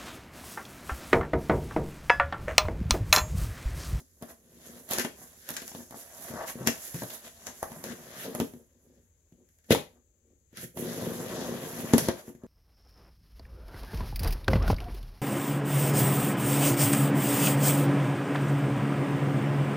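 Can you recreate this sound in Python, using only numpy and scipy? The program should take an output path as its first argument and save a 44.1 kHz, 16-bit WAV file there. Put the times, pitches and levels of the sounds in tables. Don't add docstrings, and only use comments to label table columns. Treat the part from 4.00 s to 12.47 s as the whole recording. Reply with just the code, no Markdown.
import sys
import numpy as np
from scipy import signal
from scipy.fft import rfft, irfft, next_fast_len
from scipy.io import wavfile

SR = 44100
rng = np.random.default_rng(int(sys.argv[2]) if len(sys.argv) > 2 else 0)


def bounce(signal):
    frames = np.transpose(np.atleast_2d(signal))
    limited = np.clip(frames, -1, 1)
    pcm = np.round(limited * 32767).astype(np.int16)
    wavfile.write(sys.argv[1], SR, pcm)


N = 373377

# start_s, thump_db, thump_centre_hz, panel_db, panel_centre_hz, tape_snap_db
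KNOCKS = [(0.213, -38, 250, -55, 622, -59), (0.2243, -25.5, 270, -31.5, 590, -38.5),
          (0.89, -41, 258, -37, 1900, -42), (0.9105, -26, 256.6, -24, 2010, -25.5),
          (0.935, -35, 250, -44.5, 651, -27.5), (0.985, -18.5, 581, -23, 580, -20),
          (0.997, -46, 566, -28, 590, -25), (1.048, -20, 297, -24.5, 690, -25.5),
          (1.49, -46, 245, -30.5, 1870, -28.5), (1.505, -30, 250, -36, 700, -31),
          (1.54, -42, 245, -40, 1870, -36), (1.567, -44, 468, -29, 1960, -25),
          (1.619, -34, 260, -38, 1860, -37), (1.679, -49, 382, -38, 1750, -38),
          (1.717, -40, 300, -44, 905, -45.5), (1.7495, -29, 280, -34, 645, -40),
          (1.784, -34, 280, -48, 650, -54), (1.805, -35, 280, -42, 640, -49),
          (1.909, -37, 300, -41, 653, -42.5), (1.925, -44, 400, -36, 1000, -52),
          (1.944, -32, 297, -35.5, 920, -56), (2.303, -25.5, 200, -41, 620, -58),
          (2.338, -22.5, 198, -33, 620, -44), (2.555, -26, 266.4, -52, 633, -68),
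          (2.6733, -13, 271, -19, 1180, -11.5), (2.944, -18, 140, -34.5, 600, -36),
          (3.0204, -17.5, 161, -27.5, 616, -47), (3.035, -24, 174, -34, 627, -37),
          (3.103, -52, 258, -47, 767, -35), (3.469, -64, 517, -29, 1560, -27.5),
          (3.6291, -56, 598, -21.5, 786, -33), (3.719, -34.5, 240, -36, 678, -45.5),
          (3.8405, -38, 592, -32.5, 600, -30.5), (3.903, -25.5, 250, -42, 620, -62),
          (4.256, -43.5, 363, -34.5, 614, -45), (4.35, -17, 454, -25, 633, -34),
          (4.4008, -10, 227, -19.5, 617, -28), (4.537, -31.5, 220, -47.5, 620, -51),
          (4.561, -35, 202, -64.5, 620, -72), (5.323, -37.5, 180, -68, 596, -65.5),
          (5.489, -61.5, 127, -81, 708, -62), (5.587, -68.5, 131.7, -70, 593, -61),
          (5.644, -74, 201.4, -75, 595, -57.5), (5.707, 0.5, 445, -30, 600, -22),
          (5.749, -19, 248, -19.5, 850, -25.5), (6.53, -40.5, 250, -63, 617, -60),
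          (6.572, -48, 366, -54, 2090, -34.5), (6.631, -28.5, 170, -58, 620, -56),
          (6.773, -22.5, 248, -30.5, 605, -34), (7.9358, 1, 297, -12, 726, -20),
          (7.9814, -36, 180, -19, 630, -15.5), (8.0862, -4.5, 494, -18, 636, -22.5),
          (8.28, -25, 261, -48, 608, -72), (8.35, -32.5, 226, -60, 600, -56),
          (8.436, -27.5, 260, -62, 607, -59)]
# full_strength_s, rise_s, hold_s, rumble_db, deep_over_rumble_db,
# panel_creak_db, card_rasp_db, tape_and_skin_sizzle_db
RUBS = [(0.0, 0.012, 0.0043, -45, -21, -53.5, -72, -48), (.3, 0.09, 0.0086, -53, -12, -48.5, -60, -47.5),
        (.66, 0.1, 0.14, -52.5, 4, -56.5, -60, -52.5), (.915, 0.034, 0.083, -36.5, -16, -38, -41, -38),
        (1.0, 0.024, 0.015, -50, 1, -51, -34.5, -32.5), (1.22, 0.085, 0.015, -58, 5, -51, -64, -47.5),
        (1.5, 0.15, 0.13, -50.5, -1, -60, -54, -49.5), (1.67, .05, 0.033, -65, -4, -68, -61, -45),
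        (1.77, 0.18, 0.059, -48, -23, -57, -61.5, -51.5), (1.95, 0.031, 0.027, -47.5, -2, -55, -64, -67),
        (1.98, 0.082, 0.043, -89, 25, -53, -60.5, -48), (2.28, 0.36, 0.025, -47.5, 2, -44, -54.5, -42),
        (2.36, .06, 0.084, -52, -4, -32.5, -56, -46), (2.48, .025, .025, -48, -2, -38.5, -46, -34),
        (2.59, 0.038, 0.093, -37, 8.5, -42.5, -63, -50), (2.87, 0.45, 0.0051, -54.5, -3, -68, -54, -39.5),
        (2.99, 0.15, 0.031, -61.5, 6, -55, -50.5, -40.5), (3.13, 0.24, 0.019, -49, -12, -48.5, -52, -42.5),
        (3.25, 0.066, 0.03, -49, 1, -48.5, -55.5, -47.5), (3.49, 0.18, .005, -47.5, 2, -47.5, -58, -48.5),
        (3.77, 0.15, 0.0025, -45, 10, -49, -67, -57), (3.85, 0.027, 0.076, -39, -1.5, -50, -48.5, -47),
        (4.17, 0.14, 0.081, -59, 16, -50.5, -48.5, -46.5), (4.26, 0.17, 0.15, -36, -3, -48, -57.5, -58),
        (4.6, 0.036, 0.021, -55, -1, -83, -93, -75), (4.95, 0.39, 0.032, -56.5, 1.5, -87.5, -80.5, -76),
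        (5.4, 0.06, 0.027, -57, -6.5, -91, -99, -85), (5.68, .06, 0.016, -67.5, -1.5, -74, -85, -59.5),
        (5.712, 0.0066, 0.016, -17.5, 5.5, -30, -28.5, -24.5),
        (5.96, 0.093, 0.021, -60.5, -5.5, -65.5, -86, -78), (6.29, 0.3, 0.031, -63.5, -6, -90, -90, -85),
        (6.57, 0.038, 0.036, -49.5, 7, -59.5, -50.5, -52.5),
        (6.62, 0.048, 0.021, -43.5, 8.5, -57, -51, -38.5),
        (8.0, .015, 0.073, -34.5, 9.5, -44, -43.5, -42.5), (8.18, 0.09, 0.022, -62, -5, -46.5, -58, -51),
        (8.29, 0.096, 0.0021, -41.5, -5, -54, -62.5, -53),
        (8.44, 0.039, 0.0044, -47.5, -8, -52.5, -83, -74)]
# time_s, rumble_db, panel_creak_db, friction_db
CUT = [(6.74, -51, -95, -69), (6.78, -33.5, -52, -40.5), (6.86, -33.5, -44.5, -44),
       (7.05, -30.5, -40, -42.5), (7.16, -34.5, -43, -47), (7.42, -31.5, -37, -44),
       (7.59, -36.5, -42.5, -45), (7.91, -36, -42, -43), (7.95, -70, -64, -46)]
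# time_s, rumble_db, panel_creak_db, friction_db
HOLD = [(0.0, -75, -82, -65), (0.42, -61.5, -73.5, -66), (0.6, -53, -61, -57), (1.1, -55.5, -64, -57.5),
        (1.34, -64, -60.5, -55), (1.6, -49.5, -90.5, -52.5), (2.12, -86, -76.5, -57), (2.75, -64, -48, -78),
        (3.2, -67, -72, -55.5), (3.55, -57, -58, -53), (4.0, -50, -50, -52.5), (4.45, -69, -63, -54.5),
        (4.68, -82, -78, -72), (5.2, -83, -84.5, -78), (5.6, -78.5, -85, -76.5), (6.1, -86, -96, -87.5),
        (6.7, -80.5, -89.5, -81.5), (8.47, -70, -74, -76)]
# pitch_hz, level_db, t60_s
BOX_MODES = [(122.3, -3.5, 0.06), (172, -2, 0.073), (244.8, 1.5, 0.081), (282.7, -1.5, 0.059),
             (364.7, -1, 0.06), (438.3, -1, 0.071), (526, 2, 0.027)]
# pitch_hz, level_db, t60_s
PANEL_MODES = [(626, 1, 0.021), (825, 0.5, 0.018), (876, 1.5, 0.016), (1160, 2, 0.0064), (1596, -2, 0.0079),
               (1950, -11, 0.016)]
# frequency_hz, density_db
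RASP_SPECTRUM = [(1200, -7.5), (1800, 1), (2400, -4.5), (3500, -4), (5000, -6.5), (6500, -6), (9000, -33)]
# frequency_hz, density_db
SIZZLE_SPECTRUM = [(3000, -20), (4500, -8.5), (6000, -0.5), (8000, 2), (12000, -3.5), (16000, -6.5)]
SHIFT_EDGES_HZ = [900, 1500, 2300, 3400, 5000, 8000, 17000]
# frequency_hz, density_db
MURMUR_SPECTRUM = [(15, -54), (25, -10), (38, -10), (91, 7), (112, -9.5), (162, -5.5), (204, -13.5),
                   (289, -12), (578, -14), (662, -25.5), (715, -39), (818, -26), (900, -32.5),
                   (1320, -33.5), (2500, -31), (3250, -67.5), (5500, -120)]
# centre_hz, width_hz, gain_db
PORTS = [
    [(7520, 3240, 6.5), (8990, 2300, -16), (13800, 5900, -15)],
    [(5000, 3900, -3.5), (8180, 1240, -17.5), (11450, 5300, 15)],
]
# low_hz, high_hz, band_db, broadband_db
SELF_NOISE = [(6100, 7700, -71.5, -78), (9400, 21000, -95.5, -84)]

SWING_DB = 20
RELEASE_S, RELEASE_PER_RISE = 0.021, 0.2
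HOLD_DEEP_OVER_RUMBLE_DB, CUT_DEEP_OVER_RUMBLE_DB = 3.5, 2.5
HOLD_RASP_DB, CUT_RASP_DB = -9, -7
RATTLE_RUMBLE_DB, RATTLE_CREAK_DB, RATTLE_RASP_DB, RATTLE_SIZZLE_DB = -15, -11, -19, -14.5
RATTLE_RISE_S, RATTLE_HOLD_S = 0.013, 0.009
RATTLE_DEEP_HZ, RATTLE_DEEP_DB_PER_OCTAVE = 256, 17.5
DEEP_HZ = 205
HAND_DAMPING = 0.79
BOX_LOW_CUT_HZ = 105
FLICKER_DB, FLICKER_HZ = 0.5, 40
FIBRE_DB, FIBRE_HZ = 2, 400
SHIFT_DB, SHIFT_HZ = 2.5, 7
LEFT_LAG_S = 0.00009
ROOM_T60_S, ROOM_DB, WALL_CUT_HZ, APART_HZ = 0.26, -7, 18000, 600
MURMUR_DB, MURMUR_WANDER_DB, MURMUR_WANDER_HZ = -72, 1.8, 5.1
HUM_HZ, HUM_WIDTH_HZ, HUM_DB = 70, 14, -69.5
BASS_CUT_HZ, TOP_CUT_HZ = 38, 15800


def handling():
    s, thump_db, thump_hz, panel_db, _, snap_db = np.transpose(KNOCKS)
    rattles = np.transpose([
        s,
        np.full(len(s), RATTLE_RISE_S),
        np.full(len(s), RATTLE_HOLD_S),
        thump_db + RATTLE_RUMBLE_DB,
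        RATTLE_DEEP_DB_PER_OCTAVE * np.log2(RATTLE_DEEP_HZ / thump_hz),
        panel_db + RATTLE_CREAK_DB,
        snap_db + RATTLE_RASP_DB,
        snap_db + RATTLE_SIZZLE_DB])
    rows = np.vstack([RUBS, rattles])
    rows[:, 4] += rows[:, 3]
    power = gestures(rows)
    power += steady(HOLD, HOLD_DEEP_OVER_RUMBLE_DB, HOLD_RASP_DB)
    power += steady(CUT, CUT_DEEP_OVER_RUMBLE_DB, CUT_RASP_DB)
    rumble_db, deep_db, creak_db, rasp_db, sizzle_db = 10 * np.log10(power)
    return rumble_db, deep_db - rumble_db, creak_db, rasp_db, sizzle_db


def gestures(rows):
    t = np.arange(0, N / SR + 0.002, 0.001)
    s, rise_s, hold_s = rows[:, :3].T[..., None]
    release_s = RELEASE_S + RELEASE_PER_RISE * rise_s
    before = np.maximum(s - t, 0) / rise_s
    after = np.maximum(t - s - hold_s, 0) / release_s
    shape_db = np.maximum(-SWING_DB * (before + after), -100)
    power = from_db(2 * rows[:, 3:].T) @ from_db(2 * shape_db)
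    return np.array([np.interp(np.arange(N) / SR, t, p) for p in power])


def steady(curve, deep_over_rumble_db, rasp_offset_db):
    t = np.arange(N) / SR
    s, *levels = np.transpose(curve)
    rumble_db, creak_db, friction_db = [np.interp(t, s, c, left=-150, right=-150) for c in levels]
    deep_db = rumble_db + deep_over_rumble_db
    rasp_db = (creak_db + friction_db) / 2 + rasp_offset_db
    return from_db(2 * np.array([rumble_db, deep_db, creak_db, rasp_db, friction_db]))


def shaken(modes, level_db, deep_db, per_s, spread_db):
    force = from_db(level_db) * slips(per_s, spread_db)
    deep_force = force * from_db(deep_db)
    ring_power = sum(from_db(2 * db) * t60_s for hz, db, t60_s in modes) * SR / (4 * np.log(1000))
    out = np.zeros(N)
    for k, (hz, db, t60_s) in enumerate(modes):
        drive = deep_force if hz < DEEP_HZ else force
        out += (-1) ** k * from_db(db) * ring(drive, hz, t60_s)
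    return out / np.sqrt(ring_power)


def slips(per_s, spread_db):
    sizes = from_db(spread_db * np.minimum(rng.exponential(1, N), 4))
    clicks = sizes * (rng.random(N) < per_s / SR)
    return rms_one(clicks) + 0.5 * rng.standard_normal(N)


def struck(modes, strength_db, centre_hz, db_per_octave, contact_hz):
    at, out = knock_samples(), np.zeros(N)
    scatter_db = 2 * rng.standard_normal((len(at), len(modes)))
    for k, (hz, db, t60_s) in enumerate(modes):
        off_centre_db = db_per_octave * np.abs(np.log2(hz / centre_hz))
        clicks = np.zeros(N)
        clicks[at] = from_db(strength_db + db + scatter_db[:, k] - off_centre_db)
        out += ring(clicks, hz, t60_s * HAND_DAMPING)
    return signal.lfilter(*signal.butter(2, contact_hz, fs=SR), out)


def crackle(spectrum, friction_db, snap_db, snap_t60_s):
    bursts = np.zeros(N)
    bursts[knock_samples()] = from_db(snap_db)
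    decay = from_db(-60 / (snap_t60_s * SR))
    bursts = signal.lfilter([1], [1, -decay], bursts + 1e-18)
    grain_db = FLICKER_DB * drift(FLICKER_HZ) + FIBRE_DB * drift(FIBRE_HZ)
    level = from_db(friction_db + grain_db) + bursts
    return level * shifting(coloured(rng.standard_normal((2, N)), spectrum))


def shifting(x):
    out = np.zeros_like(x)
    for k, edges_hz in enumerate(zip(SHIFT_EDGES_HZ, SHIFT_EDGES_HZ[1:])):
        sos = signal.butter(2, edges_hz, "band", fs=SR, output="sos")
        swell = from_db(SHIFT_DB * drift(SHIFT_HZ))
        out += (-1) ** k * swell * signal.sosfilt(sos, x)
    return out


def room(x):
    t = np.arange(int(0.5 * SR)) / SR
    mid, side = rng.standard_normal((2, len(t)))
    side = signal.lfilter(*signal.butter(1, APART_HZ, "high", fs=SR), side)
    fade = from_db(-60 * t / ROOM_T60_S) * np.clip(t / 0.01, 0, 1)
    tail = (mid + side * [[1], [-1]]) * fade
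    tail = signal.lfilter(*signal.butter(1, WALL_CUT_HZ, fs=SR), tail)
    tail /= np.sqrt(np.sum(tail ** 2) / 2)
    return signal.fftconvolve(x, tail, axes=1)[:, :N]


def murmur():
    mid, side = rng.standard_normal((2, N))
    level = from_db(MURMUR_DB + MURMUR_WANDER_DB * drift(MURMUR_WANDER_HZ))
    return level * coloured(mid + 0.31 * side * [[1], [-1]], MURMUR_SPECTRUM)


def hum():
    t60_s = np.log(1000) / (np.pi * HUM_WIDTH_HZ)
    return from_db(HUM_DB) * rms_one(ring(rng.standard_normal(N), HUM_HZ, t60_s))


def from_db(db):
    return 10 ** (np.asarray(db) / 20)


def rms_one(x):
    return x / np.sqrt(np.mean(x ** 2) + 1e-20)


def knock_samples():
    return (np.array(KNOCKS)[:, 0] * SR).astype(int)


def coloured(x, spectrum):
    size = next_fast_len(N)
    hz, db = np.transpose(spectrum)
    bins_hz = np.fft.rfftfreq(size, 1 / SR)
    gain = from_db(np.interp(np.log(bins_hz + 1), np.log(hz), db, left=-90))
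    return rms_one(irfft(rfft(x, size) * gain, size)[..., :N])


def drift(rate_hz):
    r = np.exp(-2 * np.pi * rate_hz / SR)
    settle = 9000
    wander = signal.lfilter([1], [1, -2 * r, r * r], rng.standard_normal(N + settle))
    return rms_one(wander[settle:])


def ring(clicks, hz, t60_s):
    r, w = from_db(-60 / (t60_s * SR)), 2 * np.pi * hz / SR
    return signal.lfilter([0, np.sin(w)], [1, -2 * r * np.cos(w), r * r], clicks + 1e-18)


def bell(x, hz, width_hz, db):
    g, w = from_db(db / 2), 2 * np.pi * hz / SR
    a = np.tan(np.pi * width_hz / SR)
    zeros = [1 + a * g, -2 * np.cos(w), 1 - a * g]
    poles = [1 + a / g, -2 * np.cos(w), 1 - a / g]
    return signal.lfilter(zeros, poles, x)


def lean_left(x, db):
    return x * from_db([[db], [-db]])


def scene():
    rumble_db, deep_db, creak_db, rasp_db, sizzle_db = handling()
    _, thump_db, thump_hz, panel_db, panel_hz, snap_db = np.transpose(KNOCKS)
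    body = shaken(BOX_MODES, rumble_db - 4, deep_db, per_s=120, spread_db=2.5)
    body += struck(BOX_MODES, thump_db - 11.5, thump_hz, db_per_octave=11, contact_hz=710)
    body = signal.lfilter(*signal.butter(2, BOX_LOW_CUT_HZ, "high", fs=SR), body)
    card = shaken(PANEL_MODES, creak_db - 2.5, 0, per_s=500, spread_db=2.5)
    card += struck(PANEL_MODES, panel_db - 2, panel_hz, db_per_octave=24.5, contact_hz=2433)
    rasp = crackle(RASP_SPECTRUM, rasp_db - 2, snap_db - 15.5, snap_t60_s=0.038)
    sizzle = crackle(SIZZLE_SPECTRUM, sizzle_db - 6, snap_db + 2.5, snap_t60_s=0.0027)
    near = lean_left(body, 0.8) + lean_left(card, 1.5) + lean_left(rasp + sizzle, 2.2)
    n = np.arange(N)
    near[0] = np.interp(n - round(LEFT_LAG_S * SR), n, near[0])
    return near + from_db(ROOM_DB) * room(near) + murmur() + hum()


def record(dry):
    out = signal.lfilter(*signal.butter(2, BASS_CUT_HZ, "high", fs=SR), dry)
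    for k, (low_hz, high_hz, band_db, broadband_db) in enumerate(SELF_NOISE):
        for hz, width_hz, db in PORTS[k]:
            out[k] = bell(out[k], hz, width_hz, db)
        white = rng.standard_normal(N)
        sos = signal.butter(3, [low_hz, high_hz], "band", fs=SR, output="sos")
        band = rms_one(signal.sosfilt(sos, white))
        out[k] += from_db(band_db) * band + from_db(broadband_db) * white
    top_cut = signal.ellip(12, 0.5, 80, TOP_CUT_HZ, fs=SR, output="sos")
    return signal.sosfilt(top_cut, out)


dry = scene()
out = record(dry)
bounce(out)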